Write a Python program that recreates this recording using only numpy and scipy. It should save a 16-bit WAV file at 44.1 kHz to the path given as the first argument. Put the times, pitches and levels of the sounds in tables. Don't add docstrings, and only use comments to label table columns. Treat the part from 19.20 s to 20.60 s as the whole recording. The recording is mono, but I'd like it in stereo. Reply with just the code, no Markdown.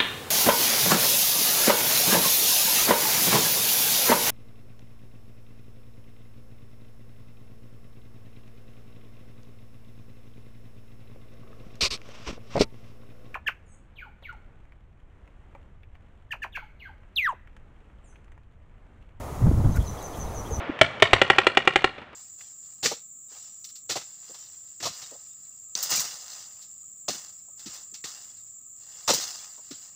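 import sys
import numpy as np
from scipy import signal
from scipy.fft import rfft, irfft, next_fast_len
from scipy.io import wavfile
from scipy.ndimage import map_coordinates

SR = 44100
rng = np.random.default_rng(int(sys.argv[2]) if len(sys.argv) > 2 else 0)


def int16_out(signal):
    q = np.round(np.clip(np.atleast_2d(signal).T, -1, 1) * 32767)
    wavfile.write(sys.argv[1], SR, q.astype(np.int16))


N = 61739


def amp(db):
    return 10 ** (np.asarray(db) / 20)


def unit(x):
    return x / np.sqrt(np.mean(x ** 2) + 1e-20)


def clock():
    return np.arange(N) / SR


def along(points, hz):
    f, v = np.transpose(points)
    return np.interp(np.log(hz + 1), np.log(f + 1), v)


def wobble(rate):
    knots = rng.standard_normal(int(N * rate / SR) + 4)
    return map_coordinates(knots, [clock() * rate])


def tone(hz):
    return np.sin(2 * np.pi * np.cumsum(hz) / SR)


def filtered(x, response):
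    m = next_fast_len(N + SR // 2)
    return irfft(rfft(x, m) * response(np.fft.rfftfreq(m, 1 / SR)), m)[..., :N]


def pan(db):
    return amp([[db / 2], [-db / 2]])


def half_angle(likeness):
    return np.arccos(np.clip(likeness, -1, 1)) / 2


def coloured_noise(spectrum, alike):
    def mid_side(hz):
        angle = half_angle(along(alike, hz))
        return amp(along(spectrum, hz)) * [np.cos(angle), np.sin(angle)]
    mid, side = filtered(rng.standard_normal((2, N)), mid_side)
    return unit(np.array([mid + side, mid - side]))


def swell(peak_s, width_s, db):
    return amp(db) * np.exp(-.5 * ((clock() - peak_s) / width_s) ** 2)


TRILL_HZ, TRILL_DEPTH, PULSE_SHAPE, PULSE_SCATTER_DB = 138.73, 0.9871, 1.0854, 2
SWELL_DB, SWELL_SHARE, NOTE_RELEASE_S = 11, 0.4528, 0.013514
PITCH_JITTER_HZ = 44.787
RASP_DB, RASP_ABOVE_HZ, RASP_JITTER_HZ = -16, 520, 169.57
WAXWING_PAN_DB, WAXWING_WET_DB = -2, -9.5
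# [start t/s, length t/s, swelled level/dB, starting f/Hz, f it sinks towards/Hz, sinking t/s]
WAXWING_NOTES = [(0.5, 0.05343, -46.5, 6233, 6136, 0.02231), (0.657, 0.057904, -38, 6335, 5962, 0.019),
                 (.816, 0.06125, -36, 6950, 6043, 0.012637), (.990, 0.052194, -35.5, 6420, 6003, .016),
                 (1.143, 0.0728, -37, 7006, 5860, 0.018), (1.306, 0.06803, -32.5, 6650, 5768, .036)]


def waxwing():
    out = np.zeros(N)
    for s, length, db, start_hz, end_hz, sink_s in WAXWING_NOTES:
        t = np.clip(clock() - s, 0, length)
        hz = end_hz + (start_hz - end_hz) * np.exp(-t / sink_s) + PITCH_JITTER_HZ * wobble(400)
        rasp_hz = hz + RASP_ABOVE_HZ + RASP_JITTER_HZ * wobble(600)
        voice = tone(hz) + amp(RASP_DB) * tone(rasp_hz)
        pulse = np.abs(np.sin(np.pi * TRILL_HZ * t)) ** PULSE_SHAPE
        trill = 1 - TRILL_DEPTH * (1 - pulse)
        still_to_swell = np.clip(1 - t / (SWELL_SHARE * length), 0, 1)
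        level = db - SWELL_DB * still_to_swell + PULSE_SCATTER_DB * wobble(300)
        attack = np.clip(t / 0.00158, 0, 1)
        release = np.clip((length - t) / NOTE_RELEASE_S, 0, 1)
        out += amp(level) * attack * release * trill * voice
    return out * pan(WAXWING_PAN_DB) + amp(WAXWING_WET_DB) * trees(out)


CHIP_JITTER_HZ, CHIP_FLICKER_DB = 48.347, 3
# [start t/s, level/dB]
CHIP_TIMES = [(0.383, -55.5), (0.517, -50), (.646, -47.5), (0.781, -50), (0.92, -50.5), (1.041, -50)]
# [t/s, f/Hz, level added to the chip's/dB]
CHIP_GLIDE = [(0, 5420, -5), (.007, 5070, -5.5), (0.013, 4563, -6.5), (.021, 4413, -13.5),
              (.027, 3994, -4.5), (0.035, 3871, -0.5), (0.041, 3796, -7), (.048, 3864, -15)]
BUZZ_HZ, BUZZ_S, BUZZ_RATE_HZ, BUZZ_SWING_HZ = 3306.5, 0.03978, 145.05, 188.46
# [start t/s, level/dB]
BUZZ_NOTES = [(.432, -56), (0.595, -49), (0.765, -52), (.927, -50), (1.247, -50)]
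FAR_WET_DB = -8


def far_birds():
    out = np.zeros(N)
    at, pitch, shape_db = np.transpose(CHIP_GLIDE)
    for s, db in CHIP_TIMES:
        t = clock() - s
        hz = np.interp(t, at, pitch) + CHIP_JITTER_HZ * wobble(200)
        level = db + np.interp(t, at, shape_db) + CHIP_FLICKER_DB * wobble(145.12)
        gate = (t > 0) * (t < at[-1])
        out += amp(level) * gate * tone(hz)
    for s, db in BUZZ_NOTES:
        t = np.clip(clock() - s, 0, BUZZ_S)
        vibrato = BUZZ_SWING_HZ * np.sin(2 * np.pi * BUZZ_RATE_HZ * t)
        hz = BUZZ_HZ + vibrato + 70 * wobble(300)
        out += amp(db) * np.sin(np.pi * t / BUZZ_S) * tone(hz)
    return out + amp(FAR_WET_DB) * trees(out)


TAIL_BUILD_S = 0.004864
TAIL_ALIKE = 0.9358
# [f/Hz, t60/s]
TREE_DECAY = [(2000, 0.761), (6000, 0.9196), (12000, 0.3344)]


def trees(x):
    hz, t, bins = signal.stft(rng.standard_normal((2, SR // 2)), SR, nperseg=256)
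    build = 1 - np.exp(-t / TAIL_BUILD_S)
    decay = amp(-60 * t / along(TREE_DECAY, hz)[:, None])
    a, b = signal.istft(bins * build * decay, SR, nperseg=256)[1]
    angle = half_angle(TAIL_ALIKE)
    tail = np.cos(angle) * a + np.sin(angle) * np.array([b, -b])
    return signal.fftconvolve(x[None], tail / np.linalg.norm(tail[0]), axes=1)[:, :N]


RUMBLE_DB = -.5
# [t/s, rumble level before the trim/dB]
GUST_LEVEL = [(0, -38), (.06, -35), (.09, -39.5), (0.119, -28.5), (.15, -39.5), (.21, -28.5), (.24, -21.5),
              (0.289, -16), (.315, -24.5), (.39, -16.5), (0.432, -24), (.462, -13.5), (.51, -19),
              (.54, -26), (.565, -19), (.615, -20), (.652, -36), (0.704, -27), (.77, -39), (.93, -40),
              (1.04, -29), (1.26, -38), (1.32, -33), (1.4, -27)]
# [f/Hz, relative level/dB]
RUMBLE_COLOUR = [(15, -5), (30, -6), (55, 1.5), (95, -1), (170, -7.5), (260, -14.5), (500, -32),
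                 (1200, -76)]
# [f/Hz, left-right likeness]
RUMBLE_LIKENESS = [(40, 1), (90, 0.6289), (160, 0.2387), (300, -0.1647)]
# [peak t/s, bell width t/s, level/dB]
EDDY_BURSTS = [(0.22, 0.01355, -29.5), (.275, 0.010831, -19.5), (0.316, 0.004428, -25),
               (0.34, 0.008036, -30), (0.413, 0.0115, -26), (0.447, 0.00502, -19.5), (0.466, 0.005512, -24),
               (0.503, 0.01457, -32.5)]
# [f/Hz, relative level/dB]
EDDY_COLOUR = [(60, -16), (160, -2), (250, -1), (500, -11), (900, -17.5), (1500, -24), (2500, -58.5),
               (6000, -69.5)]
# [f/Hz, left-right likeness]
EDDY_LIKENESS = [(100, 0.361), (300, -.4), (700, -.3), (1500, -0.4944)]
FLUTTER_WANDER, FLUTTER_SPREAD = 0.0999, 0.8075
# [peak t/s, bell width t/s, level/dB, centre f/Hz]
PORT_FLUTTERS = [(0.247, 0.01164, -9.5, 125), (0.272, 0.01667, -11, 165), (0.461, 0.011484, -13.5, 105)]


def wind():
    s, db = np.transpose(GUST_LEVEL)
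    rumble_level = RUMBLE_DB + np.interp(clock(), s, db)
    out = amp(rumble_level) * coloured_noise(RUMBLE_COLOUR, RUMBLE_LIKENESS)
    bursts = sum(swell(*eddy) for eddy in EDDY_BURSTS)
    out = out + bursts * coloured_noise(EDDY_COLOUR, EDDY_LIKENESS)
    for s, width, db, hz in PORT_FLUTTERS:
        wandering_hz = hz * (1 + FLUTTER_WANDER * wobble(120.49))
        phase = 2 * np.pi * np.cumsum(wandering_hz) / SR
        port_phase = FLUTTER_SPREAD * np.array([wobble(60.507), wobble(60.736)])
        out = out + swell(s, width, db) * np.sin(phase + port_phase)
    return out


# [start t/s, level/dB, ring f/Hz, t60/s, left over right level/dB]
HANDLING_KNOCKS = [(0.313, -15, 287.3, 0.02927, 12.5), (0.441, -15, 323, 0.03307, -1.5),
                   (1.309, -24.5, 453.5, 0.07366, -4)]


def knocks():
    out = np.zeros((2, N))
    for s, db, hz, t60, pan_db in HANDLING_KNOCKS:
        t = np.maximum(clock() - s, 0)
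        attack = 1 - np.exp(-t / 0.000619)
        out += pan(pan_db) * amp(db - 60 * t / t60) * attack * np.sin(2 * np.pi * hz * t)
    return out


# [peak t/s, bell width t/s, level/dB]
BRUSH_SCUFFS = [(0.563, 0.010385, -41.5), (0.571, 0.00382, -34.5)]
# [f/Hz, relative level/dB]
BRUSH_COLOUR = [(300, -23), (1100, -8), (1400, 25.5), (1650, 6.5), (1950, 13), (3000, -9.5), (4500, -9),
                (6500, -2), (9000, -11.5), (14000, -6), (16000, -16)]
# [f/Hz, left-right likeness]
BRUSH_LIKENESS = [(1500, 0.5526), (8000, 0.878)]
# [peak t/s, bell width t/s, level/dB]
BRIGHT_TICKS = [(.563, 0.0025705, -39), (.573, 0.00156, -52), (.626, 0.001762, -47.5), (.711, 0.00097, -51),
                (.828, 0.000673, -42.5), (.98, 0.01756, -51.5)]
# [f/Hz, relative level/dB]
TICK_COLOUR = [(1500, -35.5), (4000, -11), (6800, 6), (9000, -2.5), (14500, 2.5), (16000, -16)]


def brushes():
    scuffs = sum(swell(*brush) for brush in BRUSH_SCUFFS)
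    ticks = sum(swell(*tick) for tick in BRIGHT_TICKS)
    soft = scuffs * coloured_noise(BRUSH_COLOUR, BRUSH_LIKENESS)
    return soft + ticks * coloured_noise(TICK_COLOUR, BRUSH_LIKENESS)


RUSH_PAN_DB, HISS_DB = -2, -50.5
# [t/s, level/dB]
RUSH_DRIFT = [(0, -37.5), (.2, -38.5), (.55, -40.5), (.70, -41), (0.771, -38), (.92, -38.5), (1.081, -38),
              (1.25, -38), (1.4, -38)]
# [f/Hz, relative level/dB]
RUSH_COLOUR = [(25, 5), (150, -16.5), (230, -3.5), (420, -2), (750, -1.5), (1250, -6.5), (1560, -16.5),
               (2000, -16.5), (2700, -24.5), (5000, -36.5)]
# [f/Hz, left-right likeness]
RUSH_LIKENESS = [(100, 1), (500, 0.8268), (1200, 0.5585), (2300, 0.3969)]
# [f/Hz, relative level/dB]
HISS_COLOUR = [(500, 4.5), (2000, -2), (2700, -1), (3500, 1), (5000, -1), (6700, 3.5), (8400, -1.5),
               (10000, 1.5), (12000, -3), (15500, -6)]
# [f/Hz, left-right likeness]
HISS_LIKENESS = [(2300, 0.134), (3500, 0.2192), (4800, 0.5918), (7000, 1), (9500, 0.2175), (12000, 0.986),
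                 (15000, 1)]
# [f/Hz, left over right level/dB]
HISS_BALANCE = [(3000, -2), (7000, 0.5), (9800, -4.5), (12000, -0.3346)]


def air():
    s, db = np.transpose(RUSH_DRIFT)
    drift = amp(np.interp(clock(), s, db))
    body = drift * pan(RUSH_PAN_DB) * coloured_noise(RUSH_COLOUR, RUSH_LIKENESS)
    hiss = coloured_noise(HISS_COLOUR, HISS_LIKENESS)
    hiss = filtered(hiss, lambda hz: amp(np.outer([.5, -.5], along(HISS_BALANCE, hz))))
    return body + amp(HISS_DB) * hiss


def scene():
    return waxwing() + far_birds() + wind() + knocks() + brushes() + air()


TOP_HZ = 15780


def record(dry):
    return filtered(dry, lambda hz: hz < TOP_HZ)


dry = scene()
out = record(dry)
int16_out(out)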